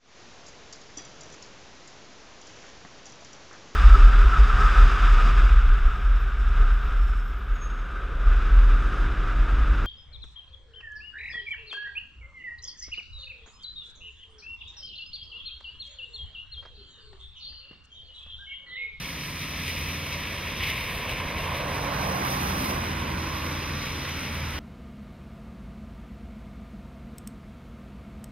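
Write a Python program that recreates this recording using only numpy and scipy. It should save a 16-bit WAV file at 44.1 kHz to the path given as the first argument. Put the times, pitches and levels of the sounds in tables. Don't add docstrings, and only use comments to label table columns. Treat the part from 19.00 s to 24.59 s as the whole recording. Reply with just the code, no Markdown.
import sys
import numpy as np
from scipy import signal
from scipy.fft import rfft, irfft, next_fast_len
from scipy.io import wavfile
from scipy.ndimage import uniform_filter1d, map_coordinates

SR = 44100
rng = np.random.default_rng(int(sys.argv[2]) if len(sys.argv) > 2 else 0)


def output_pcm(signal):
    pcm = np.clip(np.atleast_2d(signal).T, -1, 1) * 32767
    wavfile.write(sys.argv[1], SR, np.round(pcm).astype(np.int16))


N = 246519

# f/Hz, relative level/dB
TRAFFIC_SPECTRA = ([(70, -62), (120, -7), (165, -2.5), (200, -5.5), (295, -10.5), (398, -14), (555, -16.5),
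                   (760, -20), (1050, -15.5), (1460, -17.5), (1700, -14.5), (2300, -75)], [(90, -26),
                   (216, -1), (393, -0.5), (548, 3), (1540, 5), (1700, 3), (2300, -46)])
SWISH_SPECTRA = ([(900, -66), (1240, -8.5), (1500, -22.5), (1750, -5.5), (2200, -0.5), (2580, -1.5),
                 (2880, -4.5), (4000, -9), (4530, -17), (5020, -8.5), (5430, -20), (5880, -15),
                 (6400, -24.5), (7300, -35), (7800, -33), (8600, -84)], [(900, -60), (1500, -26),
                 (1760, 2.5), (2460, -4.5), (2740, -3), (3190, -29), (3600, 1.5), (4400, 3.5), (5270, -1),
                 (5900, 9), (6500, -4), (7300, -16), (8300, -48)])
SPRAY_SPECTRA = ([(6000, -52), (7900, -31), (8400, -1), (8740, -1.5), (10300, -1), (11900, 2.5),
                 (13400, -2.5), (14900, -3), (15800, -7.5)], [(6300, -46), (7500, 2), (8910, 0),
                 (10600, -6), (12200, -4), (13800, -3.5), (15800, -10)])
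ROAR_SPECTRA = ([(210, -78), (380, -11), (535, -4.5), (650, -7), (780, -4), (1050, -10), (1300, -9.5),
                (1630, -11), (2410, -15.5), (3400, -83)], [(150, -60), (250, -8), (370, -15), (590, 1),
                (990, 1.5), (1210, -6), (1630, -3), (3200, -15.5), (4200, -60)])
BOOM_SPECTRA = [(60, -67), (100, -4), (194, 3.5), (322, 0.5), (450, -10.5), (600, -41.5)], [(90, -41),
                (194, -12), (450, -8), (600, -60)]
# f/Hz, relative level/dB
RUMBLE_SPECTRUM = [(10, -45), (30, -6), (55, 3), (108, -1), (170, -11.5), (240, -84)]
# f/Hz, share/1, phase/rad (pi = from the right)
STREET_COHERENCE = [(200, .4, -2.5), (450, 0.81, -4.5), (900, 0.15, 4.5), (1650, 1, -4)]
WATER_COHERENCE = [(1520, 0.4, 26.5), (2145, 0.7, -13), (3120, 0.1, 11), (3940, 1, -1.5), (5130, 0.84, -2),
                   (6000, 0.3, -1.5), (9000, 0.36, -3.5), (11000, .5, -2), (13000, .75, -3),
                   (15000, .6, -1.5)]
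PICKUP_COHERENCE = [(200, 0.88, 1.5), (447.5, 0.82, -1.5), (750, 1, -2), (1100, 0.85, -2.5),
                    (1600, 0.99, -3.5)]
# t/s, level/dB
RUMBLE_LEVEL = [(0, -44), (1.4, -42), (2.15, -36.5), (3.4, -40), (4.2, -37.5), (4.7, -40), (5.59, -41.5)]
DEEP_LEVEL = [(0, -56), (.3, -50), (.65, -38.5), (.95, -41), (1.7, -42.5), (2.05, -51), (2.9, -43),
              (3.4, -40), (4.05, -36.5), (5.1, -40.5), (5.55, -37)]
LIGHT_LEVEL = [(0, -51), (.3, -45), (.9, -46), (1.6, -56), (2.1, -57), (2.8, -38.5), (3.45, -42),
               (4.2, -47), (4.55, -41), (5.59, -44.5)]
# multiple of the firing rate, relative level/dB
DEEP_HARMONICS = [(1, 0), (3, -17)]
DEEP_OVERTONES = [(2, -1), (3, -8)]
LIGHT_HARMONICS = [(1, 0), (2, -9)]
PICKUP_HARMONICS = [(1, -4), (2, -4), (3, -3.5), (4, -8.5)]
# t/s, length/s, f/Hz, level before capsule gains/dB
BRAKE_SQUEAKS = [(3.845, .035, 11860, -61), (4.07, .08, 11830, -63), (4.29, 0.24, 11770, -56)]
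# full from/s, until/s, rise/s, swish/dB, hiss/dB, spray/dB
STRETCH_GAINS = [(0, 1.144, .06, 0, 1.5, 2), (.6, .9, 0.25, 2.5, 1.5, 1),
                 (1.2, 1.552, 0.051, 2.5, -0.5, 0.5), (1.62, 1.91, 0.033, 3, -1.5, 2.5),
                 (2.045, 2.55, 0.076, 2, -2, 0), (3.304, 3.707, 0.71, 1, 5, 6),
                 (4.2, 4.495, 0.12, 0, 2, 0.5), (4.75, 5.1, 0.14, 1, 3, 1)]
# t/s, width/s, swish/dB, spray/dB
SPLASH_GAINS = [(0.425, 0.019, 3.5, 2), (0.683, 0.017, 4.5, 3.5), (1.133, 0.02, 5, 0.5),
                (1.243, 0.01, 1.5, -2), (1.604, .012, 2.5, -1), (1.636, 0.017, 5.5, 3),
                (1.686, 0.033, 4.5, 4), (1.954, 0.033, 0.5, 2.5), (2.098, 0.015, 4, 5), (2.413, .045, 1, 3),
                (2.57, 0.015, -0.5, 4), (3.31, 0.025, 1.5, 2.5), (3.442, 0.055, -0.5, 1.5),
                (3.52, 0.015, 0, -1.5), (3.698, .01, 2, 2), (4.825, 0.019, 2.5, 2.5)]
# t/s, f/Hz, boost/dB
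TREAD_RESONANCE = [(2.2, 1040, 9), (2.9, 1070, 6), (4, 1090, 6), (4.45, 1150, 11.5), (4.8, 1200, 10),
                   (5.3, 1250, 11)]
# t/s, f/Hz
PICKUP_FIRING = [(2.2, 58.35), (3.599, 63.96), (4.3, 65.22), (4.8, 61.7)]

LULL_DB, LULL_S = -5, 0.59
DEEP_HZ, DEEP_SAG_FROM_S, DEEP_SAG_HZ_PER_S = 83.8, 2.34, 0.97
OVERTONE_BASE_HZ, OVERTONE_DB, OVERTONE_FADE_DB_PER_S = 84, -42.5, 11
LIGHT_HZ, LIGHT_SAG_HZ_PER_S = 146.6, 1.05
FILM_DB, DRAIN_S = (-2, -4, -1.5), 0.28
SLAP_HZ, SLAP_WIDTH_HZ, SLAP_DB_PER_DB = 2120, 250, 0.73
SIZZLE_HZ, SIZZLE_DB_PER_DB = 10700, 0.56
FOOT_HZ, FOOT_DB_PER_DB = 1900, 0.3
LANE_M, SPEED_M_PER_S, AXLES_ABREAST_S = 4, 6.12, 3.32
ECHO_FAR, ECHO_NEAR, ECHO_COMING_MS, ECHO_GONE_MS = 0.65, 0.05, 1.87, 2.0
LOWS_COMING_DB, LOWS_GONE_DB, TURN_S = 2.5, -3.5, 0.22


def amp(db):
    return 10 ** (np.asarray(db) / 20)


def unit(x):
    return x / np.sqrt(np.mean(x ** 2) + 1e-20)


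def at_hz(table, hz, column=1):
    cols = np.transpose(table)
    return np.interp(np.log(hz + 1), np.log(cols[0] + 1), cols[column])


def curve(table):
    return np.interp(np.arange(N) / SR, *np.transpose(table))


def wobble(rate_hz):
    knots = rng.standard_normal(int(N * rate_hz / SR) + 4)
    return map_coordinates(knots, [np.arange(N) * rate_hz / SR])


def filtered(x, response):
    size = next_fast_len(N + 8192)
    return irfft(rfft(x, size) * response(np.fft.rfftfreq(size, 1 / SR)), size)[..., :N]


def wash(spectra, coherence, patchy_db, grain=1):
    bins = signal.stft(grain * rng.standard_normal((2, N)), nperseg=512)[2]
    patches = uniform_filter1d(rng.standard_normal(bins.shape[1:]), size=8, axis=0)
    patches = unit(uniform_filter1d(patches, size=10, axis=1))
    direct, diffuse = signal.istft(bins * amp(patchy_db * patches), nperseg=512)[1][:, :N]
    share = lambda hz: np.clip(at_hz(coherence, hz), 0, 1)
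    phase = lambda hz: np.exp(1j * at_hz(coherence, hz, column=2))
    side_gain = lambda hz: amp(at_hz(spectra[1], hz))
    forward = filtered(direct, lambda hz: amp(at_hz(spectra[0], hz)))
    sideways = filtered(direct, lambda hz: side_gain(hz) * share(hz) * phase(hz))
    sideways += filtered(diffuse, lambda hz: side_gain(hz) * np.sqrt(1 - share(hz) ** 2))
    return np.array([unit(forward), unit(sideways)])


def engine(hz, db, harmonics, shake_db, drift_hz, start_s=0, end_s=6):
    t = np.arange(N) / SR
    cycles = np.cumsum(hz + drift_hz * wobble(6)) / SR
    fade = np.clip(np.minimum(t - start_s, end_s - t) / 0.14, 0, 1)
    tone = sum(amp(level_db + shake_db * wobble(5.09)) * np.sin(2 * np.pi * (k * cycles + rng.random()))
               for k, level_db in harmonics)
    return np.sqrt(2) * amp(db) * fade * tone


def street():
    t = np.arange(N) / SR
    traffic = wash(TRAFFIC_SPECTRA, STREET_COHERENCE, patchy_db=-0.5) * amp([[-41], [-47]])
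    mids = filtered(traffic, lambda hz: 1 / (1 + (300 / (hz + 1)) ** 4))
    traffic += mids * (amp(LULL_DB * np.exp(-t / LULL_S)) - 1)
    rumble = unit(filtered(rng.standard_normal(N), lambda hz: amp(at_hz(RUMBLE_SPECTRUM, hz))))
    return traffic + (rumble * amp(curve(RUMBLE_LEVEL)) + far_engines()) * [[1], [0]]


def far_engines():
    t = np.arange(N) / SR
    deep_hz = DEEP_HZ - DEEP_SAG_HZ_PER_S * np.maximum(t - DEEP_SAG_FROM_S, 0)
    light_hz = LIGHT_HZ - LIGHT_SAG_HZ_PER_S * t
    deep = engine(deep_hz, curve(DEEP_LEVEL), DEEP_HARMONICS, shake_db=0.5, drift_hz=0.2)
    light = engine(light_hz, curve(LIGHT_LEVEL), LIGHT_HARMONICS, shake_db=0.7, drift_hz=0.25)
    overtones = engine(OVERTONE_BASE_HZ, OVERTONE_DB - OVERTONE_FADE_DB_PER_S * t, DEEP_OVERTONES,
                       shake_db=2, drift_hz=0.5, start_s=-1, end_s=0.7)
    return deep + light + overtones


def brake():
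    t, whistle = np.arange(N) / SR, np.zeros(N)
    quiver_cycles = np.cumsum(60 * wobble(200)) / SR
    shake = amp(2.5 * wobble(40))
    for start_s, length_s, hz, db in BRAKE_SQUEAKS:
        swell = np.sin(np.pi * np.clip((t - start_s) / length_s, 0, 1)) ** 0.67
        whistle += amp(db) * swell * np.sin(2 * np.pi * (hz * t + quiver_cycles))
    return whistle * shake * amp([[3], [-3]]) * [[1], [-1]]


def water_gains_db():
    t = np.arange(N) / SR
    gains_db = np.array(FILM_DB)[:, None] + 0.68 * wobble(26.03)
    for from_s, until_s, rise_s, *stretch_db in STRETCH_GAINS:
        ramp = np.minimum(1 + (t - from_s) / rise_s, 1 + (until_s - t) / DRAIN_S)
        gains_db += np.outer(stretch_db, np.clip(ramp, 0, 1))
    for at_s, width_s, swish_db, spray_db in SPLASH_GAINS:
        slope_s = width_s * np.where(t < at_s, 0.6, 1.4)
        burst = np.exp(-((t - at_s) / slope_s) ** 2)
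        hiss_db = 0.52 * swish_db + 0.56 * spray_db
        gains_db += np.outer([swish_db, hiss_db, spray_db], burst)
    return gains_db


def droplets(rate_hz, spread_db, life_s):
    chance, size = rng.random(N), rng.exponential(size=N)
    hits = (chance < rate_hz / SR) * amp(spread_db * np.minimum(size, 4))
    return signal.lfilter([1], [1, -np.exp(-1 / (life_s * SR))], hits)


def tyre_swish(drops, swish_db, hiss_db):
    grain = 1 + 0.18 * drops * amp(swish_db)
    rush = wash(SWISH_SPECTRA, WATER_COHERENCE, patchy_db=0.67, grain=grain) * amp([[-36], [-42]])
    swish = filtered(rush, lambda hz: 1 / (1 + (hz / 4300) ** 8))
    slap = filtered(swish, lambda hz: np.exp(-((hz - SLAP_HZ) / SLAP_WIDTH_HZ) ** 2))
    swish += slap * (amp(SLAP_DB_PER_DB * swish_db) - 1)
    hiss = rush - swish
    edge = filtered(swish, lambda hz: hz > 3200) * [[0], [1]]
    foot = filtered(swish, lambda hz: 1 / (1 + (hz / FOOT_HZ) ** 20))
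    core = swish - edge - foot
    return foot * amp(FOOT_DB_PER_DB * swish_db) + core * amp(swish_db) + (hiss + edge) * amp(hiss_db)


def tyre_spray(drops, spray_db):
    spray = wash(SPRAY_SPECTRA, WATER_COHERENCE, patchy_db=0.3, grain=1 + 0.3 * drops)
    sizzle = filtered(spray, lambda hz: 1 / (1 + (SIZZLE_HZ / (hz + 1)) ** 8))
    spray += sizzle * (amp(SIZZLE_DB_PER_DB * spray_db) - 1)
    sheets_db = 0.64 * wobble(14)
    return spray * amp(spray_db + sheets_db - 51)


def water():
    swish_db, hiss_db, spray_db = water_gains_db()
    drops = droplets(rate_hz=100, spread_db=2.0, life_s=0.0019)
    return tyre_swish(drops, swish_db, hiss_db) + tyre_spray(drops, spray_db)


def pass_gain(abreast_s, peak_db, grows, fades):
    along_m = SPEED_M_PER_S * (np.arange(N) / SR - abreast_s)
    spreading_db = 10 * np.log10(1 + (along_m / LANE_M) ** 2)
    return amp(peak_db - np.where(along_m < 0, grows, fades) * spreading_db)


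def road_echo(roar):
    samples = np.arange(N)
    strength = ECHO_FAR + (ECHO_NEAR - ECHO_FAR) * pass_gain(AXLES_ABREAST_S, 0, grows=1.5, fades=4)
    gone = 0.5 + 0.5 * np.tanh((samples / SR - AXLES_ABREAST_S) / TURN_S)
    delay_ms = ECHO_COMING_MS + (ECHO_GONE_MS - ECHO_COMING_MS) * gone
    earlier = samples - delay_ms * SR / 1000
    echo = np.array([map_coordinates(capsule, [earlier], order=1, mode="mirror") for capsule in roar])
    hollow = (roar + strength * echo) / np.sqrt(1 + strength ** 2)
    lows = filtered(hollow, lambda hz: 1 / (1 + (hz / 800) ** 6))
    return hollow + lows * (amp(LOWS_COMING_DB + (LOWS_GONE_DB - LOWS_COMING_DB) * gone) - 1)


def tread_pumping(roar, width_hz=131):
    hz, t, bins = signal.stft(roar, SR, nperseg=1024)
    at_s, centre_hz, boost_db = np.transpose(TREAD_RESONANCE)
    bell = np.exp(-((hz[:, None] - np.interp(t, at_s, centre_hz)) / width_hz) ** 2)
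    return signal.istft(bins * amp(np.interp(t, at_s, boost_db) * bell), SR, nperseg=1024)[1][:, :N]


def pickup_engine():
    hz = curve(PICKUP_FIRING)
    start_s, end_s = PICKUP_FIRING[0][0], PICKUP_FIRING[-1][0]
    motor = engine(hz, 0, PICKUP_HARMONICS, shake_db=-1, drift_hz=0.35, start_s=start_s, end_s=end_s)
    motor *= pass_gain(abreast_s=3.45, peak_db=-38, grows=1.7, fades=2.8)
    pipe = engine(5 * hz, 0, [(1, 0)], shake_db=1.5, drift_hz=0.8, start_s=3.8, end_s=end_s)
    pipe *= pass_gain(abreast_s=4.15, peak_db=-42.5, grows=0.4, fades=2.7)
    return (motor + pipe) * [[1], [0]]


def pickup():
    forward_gain = pass_gain(abreast_s=3.1, peak_db=-34.5, grows=1.336, fades=0.64)
    side_gain = pass_gain(AXLES_ABREAST_S, peak_db=-34, grows=3.3, fades=1.87)
    roar = wash(ROAR_SPECTRA, PICKUP_COHERENCE, patchy_db=1)
    roar = tread_pumping(road_echo(roar)) * [forward_gain, side_gain]
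    boom = wash(BOOM_SPECTRA, PICKUP_COHERENCE, patchy_db=-1) * amp([[0], [-12]])
    boom *= pass_gain(abreast_s=3.7, peak_db=-37.5, grows=1.34, fades=0.95)
    return roar + boom + pickup_engine()


def scene():
    forward, sideways = water() + pickup() + street() + brake()
    return np.array([forward + sideways, forward - sideways])


def record(dry, top_hz=15760):
    return filtered(dry, lambda hz: hz < top_hz)


dry = scene()
out = record(dry)
output_pcm(out)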